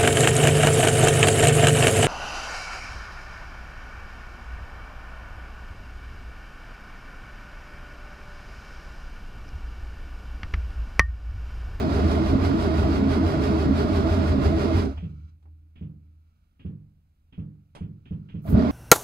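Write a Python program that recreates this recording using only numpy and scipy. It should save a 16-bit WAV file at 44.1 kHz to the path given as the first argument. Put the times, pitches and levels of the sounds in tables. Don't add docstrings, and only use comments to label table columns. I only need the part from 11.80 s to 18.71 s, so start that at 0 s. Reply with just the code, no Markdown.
import sys
import numpy as np
from scipy import signal
from scipy.fft import rfft, irfft
from scipy.io import wavfile
from scipy.ndimage import uniform_filter1d

SR = 44100
rng = np.random.default_rng(int(sys.argv[2]) if len(sys.argv) > 2 else 0)


def wav_record(signal):
    frames = np.transpose(np.atleast_2d(signal))
    bounded = np.clip(frames, -1, 1)
    quanta = np.round(bounded * 32767).astype(np.int16)
    wavfile.write(sys.argv[1], SR, quanta)


N = 304731
T = np.arange(N) / SR

# time_s, chuff_db
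STROKES = [(-.01, -31), (0.154, -21.5), (0.314, -26.5), (0.493, -20), (.653, -25), (.832, -25.5),
           (0.989, -24), (1.156, -25.5), (1.326, -26), (1.497, -23.5), (1.649, -25.5), (1.817, -23.5),
           (1.993, -27.5), (2.164, -22.5), (2.329, -24), (2.493, -24), (2.653, -21), (2.821, -26.5),
           (2.985, -24)]
# mesh_free_hz, mesh_held_hz, clatter_free_db, clatter_held_db, growl_free_db, growl_held_db
CYLINDERS = [(402.6, 319, -30.5, -35, -23.5, -22), (405, 318, -32, -34, -25, -21.5),
             (404, 321, -31.5, -33.5, -26.5, -22), (390.2, 267, -33, -35.5, -26, -20)]
# time_s, mesh_hz, chuff_db, growl_db, clatter_db
WIND_UP = [(6.64, 60, -61, -60.5, -66), (6.654, 65.2, -48.5, -42, -56), (6.68, 77.1, -35, -33.5, -42.5),
           (6.72, 89.5, -28.5, -19.5, -45), (6.755, 150, -29.5, -18, -40),
           (6.79, 219.2, -25.5, -15.5, -32.5), (6.831, 240.2, -30, -20, -35),
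           (6.91, 264, -32.5, -20, -35.5)]
# pitch_hz, width_hz, level_db
PANELS = [(143.3, 21, -0.5), (167, 16, -1), (207.1, 20, 2), (230, 31, -1), (265.1, 12, 4), (322, 12, -2),
          (398.3, 32, -6.5), (415.8, 7.1, -5.5), (453.9, 8.4, -6)]
# tooth_rate_multiple, level_db
WHINE_OVERTONES = [(2, -3), (3, -11), (4, -5)]
# frequency_hz, level_db
CLATTER_EQ = [(200, -7), (420, -3.5), (510, -8), (580, 12.5), (635, 12.5), (705, 8.5), (780, 3), (1000, 4),
              (1300, 2), (1700, -7), (3100, -12.5), (3900, -16), (4700, -15), (6200, -25.5), (12500, -35.5),
              (15500, -53)]
# frequency_hz, level_db
CHUFF_EQ = [(15, -54), (28, -12.5), (45, 4.5), (65, 7.5), (80, 10.5), (92, 13.5), (110, -6.5), (170, -58.5)]
# frequency_hz, level_db
ROOM_TONE_EQ = [(12, -41.5), (20, -4), (85, -2), (115, -14.5), (180, -13.5), (382, -33.5), (810, -37),
                (1100, -39), (1340, -37), (1920, -44.5), (2400, -41), (7100, -51), (15500, -48.5)]
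# pitch_hz, width_hz, level_db
COAST_MODES = [(1350, 190, 6.5), (2290, 67, -2.5), (2620, 1800, -6.5), (3920, 330, -11.5), (4620, 550, -15),
               (5440, 460, -18)]
# time_s, level_db
COAST_ENVELOPE = [(3.0, -45), (3.1, -57), (3.25, -71), (3.5, -72), (3.58, -94), (4.6, -83), (5.2, -101),
                  (6.9, -70.5)]
# time_s, level_db
HUM_ENVELOPE = [(3.0, -80), (3.15, -72), (3.45, -42.5), (3.6, -55.5), (3.68, -47), (3.9, -52), (4.4, -53),
                (4.6, -67.5), (6.9, -59)]
# thump_s, thump_db, tick_db
PUMP_STROKES = [(3.226, -1, -40.5), (4.011, -3, -46.5), (4.849, 0, -46.5), (5.579, -1, -46.5),
                (6.0083, -0.5, -43), (6.309, 0.5, -45), (6.541, -1, -43)]
# pitch_hz, level_db, t60_s
BODY_MODES = [(72, -31, 0.18), (91, -25.5, 0.12), (106, -35.5, 0.68), (147.5, -31.5, 0.37),
              (150.93, -34.5, 0.66), (166.5, -29, 0.36), (197.4, -37, 0.56), (207, -52.5, 0.16),
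              (215.7, -40, 0.44), (292, -46, 0.56), (340, -57, .15), (358, -63.5, .15), (448, -49.5, 0.17),
              (597, -63.5, 0.25)]
# frequency_hz, level_db
TICK_EQ = [(250, 18), (500, -3), (700, -8.5), (1600, -6), (2100, -5.5), (2450, 0), (2800, 0), (3250, 2),
           (3900, -18), (9000, -45), (14000, -79)]
# frequency_hz, level_db
THUD_EQ = [(25, -19), (60, 7.5), (190, 9.5), (250, -0.5), (340, -4), (480, -11), (650, -26), (1300, -27.5),
           (2500, -45.5), (6000, -57.5)]
# start_s, level_db, t60_s, lowpass_hz
CLICKS = [(3.176, -49.5, .15, 4000), (3.625, -68, .14, 8000), (3.655, -57, 0.12, 1200),
          (5.95, -44.5, 0.18, 8900), (5.963, -41.5, 0.1, 1100)]
# frequency_hz, level_db
SWITCH_EQ = [(150, 7.5), (450, 3), (800, 5), (1200, 0), (1900, -5.5), (3200, -7), (4300, -12.5),
             (7000, -18), (10000, -14), (15000, -32)]
# time_s, level_db
SPARK_ENVELOPE = [(6.62, -70), (6.66, -58), (6.685, -53), (6.703, -45.5), (6.735, -52), (6.76, -68),
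                  (6.8, -100)]
# frequency_hz, level_db
SPARK_EQ = [(2000, -26), (6000, -10.5), (9500, -9), (12000, -3), (15500, 0)]
# start_s, level_db, pitch_hz, t60_s
FLYWHEEL_HITS = [(6.652, -38, 658.6, .25), (6.745, -27, 649.6, .2), (6.797, -29, 624.5, .4),
                 (6.84, -32, 627, .3)]
# start_s, level_db, pitch_hz, length_s
JOLTS = [(6.684, -18.5, 89.3, .041), (6.729, -9.5, 78.2, .028), (6.730, -11.5, 155, .02),
         (6.766, -9, 216, .036)]
# frequency_hz, correlation
STEREO_LIKENESS = [(120, 1), (200, .75), (500, .4), (1000, .45), (2000, .75), (5000, .6), (9000, 0)]
# frequency_hz, left_minus_right_db
STEREO_BALANCE = [(60, 0), (150, -2.5), (280, -1.9), (550, -3), (1000, -5.5), (2000, -5.5), (8000, -3),
                  (14000, -5.5)]
# frequency_hz, lead_rad
STEREO_PHASE = [(60, .05), (250, 0.37), (680, 1.1), (1120, 3.07), (2400, 6.28), (5400, 15), (15000, 33)]

SPEED_LOAD, GROWL_LOAD = (.08, .4, .65, .94), (.05, .3, .48, .98)
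CLATTER_LOAD, CHUFF_LOAD = (.02, .38, .58, .98), (.15, .52, .66, .85)
# start_s, fall_db_per_s
CHUFF_STOP, GROWL_STOP, CLATTER_STOP = (2.99, 62), (3.073, 240), (2.989, 143)


def amp(db):
    return 10 ** (np.asarray(db) / 20)


def unit(x):
    return x / np.sqrt(np.mean(x ** 2) + 1e-20)


def curve_at(points, hz):
    frequency_hz, value = np.transpose(points)
    return np.interp(np.log(hz + 1), np.log(frequency_hz), value)


def envelope(rows, column=1):
    time_s, db = np.array(rows)[:, 0], np.array(rows)[:, column]
    return amp(np.interp(T, time_s, db, left=-150) - 140 * np.maximum(T - time_s[-1], 0))


def release(start_s, fall_db_per_s):
    return amp(-fall_db_per_s * np.maximum(T - start_s, 0))


def add(mix, start_s, sound):
    part = mix[..., round(start_s * SR):][..., :sound.shape[-1]]
    part += sound[..., :part.shape[-1]]


def eq(x, points):
    n = x.shape[-1]
    return unit(irfft(rfft(x) * amp(curve_at(points, np.fft.rfftfreq(n, 1 / SR))), n))


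def pass_filter(x, kind, hz):
    return signal.sosfilt(signal.butter(2, hz, kind, fs=SR, output="sos"), x)


def resonate(x, modes):
    out = 0
    for hz, width_hz, db in modes:
        b, a = signal.iirpeak(hz, hz / (1.56 * width_hz), SR)
        out = out + amp(db) * signal.lfilter(b, a, signal.lfilter(b, a, x))
    return out


def noise(n):
    mid, side = rfft(rng.standard_normal((2, n)))
    likeness = np.clip(curve_at(STEREO_LIKENESS, np.fft.rfftfreq(n, 1 / SR)), 0, 1)
    side_gain = np.array([[1], [-1]]) * np.sqrt((1 - likeness) / 2)
    return irfft(np.sqrt((1 + likeness) / 2) * mid + side_gain * side, n)


def wander(rate_hz):
    rolloff = np.exp(-(np.fft.rfftfreq(N, 1 / SR) / rate_hz) ** 2)
    return unit(irfft(rfft(rng.standard_normal(N)) * rolloff, N))


def burst(points, t60_s, rise_s):
    t = np.arange(SR // 2) / SR
    return eq(noise(len(t)), points) * amp(-60 * t / t60_s) * (1 - np.exp(-t / rise_s))


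def cabin_reflections(x, t60_s, direct_db):
    t = np.arange(SR // 4) / SR
    taps = rng.standard_normal((2, len(t))) * amp(-60 * t / t60_s)
    taps /= np.linalg.norm(taps, axis=1, keepdims=True)
    echoes = signal.fftconvolve(x, taps, axes=1)[:, :N]
    return amp(direct_db) * x + pass_filter(echoes, "high", 900)


def swing(free, held, load):
    stroke_s = np.array(STROKES)[:, 0]
    index = np.arange(len(stroke_s))
    strokes_done = np.interp(T, stroke_s, index)
    free = np.interp(strokes_done, index, np.resize(free, len(index)))
    held = np.resize(held, len(index))[strokes_done.astype(int)]
    return free + (held - free) * np.interp(strokes_done % 1, load, [0, 1, 1, 0])


def cranking(stall_s=3.06, stall_octaves_per_s=7, chuff_dip_db=-3.5):
    free_hz, held_hz, clatter_free, clatter_held, growl_free, growl_held = np.transpose(CYLINDERS)
    puff_db, wind_up = np.array(STROKES)[:, 1], np.array(WIND_UP)
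    pitch_drop = 2 ** (-stall_octaves_per_s * np.clip(T - stall_s, 0, .5))
    mesh_hz = swing(free_hz, held_hz, SPEED_LOAD) * pitch_drop
    chuff = amp(swing(puff_db, puff_db + chuff_dip_db, CHUFF_LOAD)) * release(*CHUFF_STOP)
    growl = amp(swing(growl_free, growl_held, GROWL_LOAD)) * release(*GROWL_STOP)
    clatter = amp(swing(clatter_free, clatter_held, CLATTER_LOAD)) * release(*CLATTER_STOP)
    mesh_hz = np.where(T < wind_up[0, 0], mesh_hz, np.interp(T, wind_up[:, 0], wind_up[:, 1]))
    chuff += envelope(WIND_UP, column=2)
    growl += envelope(WIND_UP, column=3)
    clatter += envelope(WIND_UP, column=4)
    return mesh_hz, chuff, growl, clatter


def panel_growl(mesh_hz, swell_db=3.5, cut_db_per_octave=3.5):
    drive, out, power = noise(N), 0, 0
    for hz, width_hz, db in PANELS:
        octaves = np.log2(hz / mesh_hz)
        gain = amp(swell_db * np.exp(-(octaves / .081) ** 2) - cut_db_per_octave * np.maximum(octaves, 0))
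        out = out + gain * resonate(drive, [(hz, width_hz, db)])
        power = power + width_hz * (gain * amp(db)) ** 2
    return unit(out / np.sqrt(power))


def gear_whine(teeth, mesh_hz):
    tone = np.cos(2 * np.pi * teeth) * amp(1.5 * wander(30))
    out = unit(amp(-11.5) * tone + unit(resonate(tone, PANELS)))
    for multiple, db in WHINE_OVERTONES:
        passed_db = curve_at(CLATTER_EQ, multiple * mesh_hz)
        flutter_db = 2.5 * wander(30)
        gain = amp(db + 0.81 * (passed_db - passed_db.max()) + flutter_db)
        out = out + gain * np.cos(2 * np.pi * multiple * teeth)
    return out / np.sqrt(uniform_filter1d(out ** 2, size=SR // 8) + 1e-3)


def gear_clatter(teeth, mesh_hz, split_hz=5500, neutral_mesh_hz=344, top_db_per_octave=13):
    grit = (0.68 + np.exp(-(teeth % 1) / 0.81)) * amp(0.98 * wander(120))
    rattle = eq(cabin_reflections(noise(N) * grit, t60_s=.2, direct_db=2), CLATTER_EQ)
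    top_gain = amp(top_db_per_octave * np.log2(mesh_hz / neutral_mesh_hz))
    return pass_filter(rattle, "low", split_hz) - top_gain * pass_filter(rattle, "high", split_hz)


def exhaust(boom_hz=79.67):
    boom = np.sin(2 * np.pi * np.cumsum(boom_hz * (1 + .06 * wander(10))) / SR)
    return amp(-3) * eq(noise(N), CHUFF_EQ) + amp(2.5) * boom


def engine(mesh_jitter=.032):
    mesh_hz, chuff, growl, clatter = cranking()
    teeth = np.cumsum(mesh_hz * (1 + mesh_jitter * wander(70))) / SR
    starter = .85 * panel_growl(mesh_hz) + .5 * gear_whine(teeth, mesh_hz)
    return growl * starter + clatter * gear_clatter(teeth, mesh_hz) + chuff * exhaust()


def room_tone(level_db=-63.5):
    return amp(level_db) * eq(noise(N), ROOM_TONE_EQ)


def starter_coast():
    return envelope(COAST_ENVELOPE) * unit(resonate(noise(N), COAST_MODES)) * amp(1.5 * wander(40))


def low_hum(pitch_hz=79.67):
    tone = unit(np.sin(2 * np.pi * pitch_hz * T)) * amp(1.6 * wander(8))
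    bands = unit(resonate(noise(N), [(135, 20, 2), (292.7, 20, 0.21)]))
    return envelope(HUM_ENVELOPE) * (tone + amp(-19.5) * bands)


def fuel_pump(tick_lead_s=.056, rebound_s=.0088, rebound_db=-5.5, thud_db=-36.5):
    out, t = np.zeros((2, N)), np.arange(SR) / SR
    for thump_s, thump_db, tick_db in PUMP_STROKES:
        ring = 0
        for k, (hz, db, t60_s) in enumerate(BODY_MODES):
            decay = amp(db + 0.74 * rng.standard_normal() - 60 * t / t60_s)
            ring += (-1) ** k * decay * np.sin(2 * np.pi * hz * t)
        add(out, thump_s, amp(thump_db) * ring)
        add(out, thump_s - tick_lead_s, amp(tick_db) * burst(TICK_EQ, t60_s=.25, rise_s=.0055))
        add(out, thump_s + rebound_s, amp(tick_db + rebound_db) * burst(TICK_EQ, t60_s=.18, rise_s=.005))
        add(out, thump_s, amp(thump_db + thud_db) * burst(THUD_EQ, t60_s=.52, rise_s=.0039))
    return out


def switches():
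    out = np.zeros((2, N))
    for start_s, db, t60_s, lowpass_hz in CLICKS:
        click = burst(SWITCH_EQ, t60_s, rise_s=.00052)
        add(out, start_s, amp(db) * pass_filter(click, "low", lowpass_hz))
    return out


def brush_sparks():
    return envelope(SPARK_ENVELOPE) * eq(noise(N), SPARK_EQ) * amp(1.5 * wander(300))


def flywheel_ring(rise_s=.0012):
    out, t = np.zeros(N), np.arange(SR // 3) / SR
    for start_s, db, hz, t60_s in FLYWHEEL_HITS:
        strike = amp(db - 60 * t / t60_s) * (1 - np.exp(-t / rise_s))
        add(out, start_s, strike * np.sin(2 * np.pi * hz * t))
    return out


def mount_jolts():
    out, t = np.zeros(N), np.arange(SR // 3) / SR
    for start_s, db, hz, length_s in JOLTS:
        swell = np.sqrt(np.abs(np.sin(np.pi * np.minimum(t / length_s, 1))))
        add(out, start_s, amp(db) * swell * np.sin(2 * np.pi * hz * t))
    return out


def scene():
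    mix = engine() + brush_sparks() + flywheel_ring() + mount_jolts()
    mix += fuel_pump() + switches() + low_hum() + starter_coast() + room_tone()
    hz = np.fft.rfftfreq(N + SR, 1 / SR)
    tilt = amp(curve_at(STEREO_BALANCE, hz) / 2)
    left_lag = np.exp(-1j * curve_at(STEREO_PHASE, hz))
    placed = rfft(mix, N + SR) * np.array([tilt * left_lag, 1 / tilt])
    return irfft(placed, N + SR)[:, :N]


def record(dry):
    lowpass = signal.firwin(511, 15700, window=("kaiser", 9), fs=SR)
    return signal.oaconvolve(dry, lowpass[None], "same")


dry = scene()
out = record(dry)
wav_record(out)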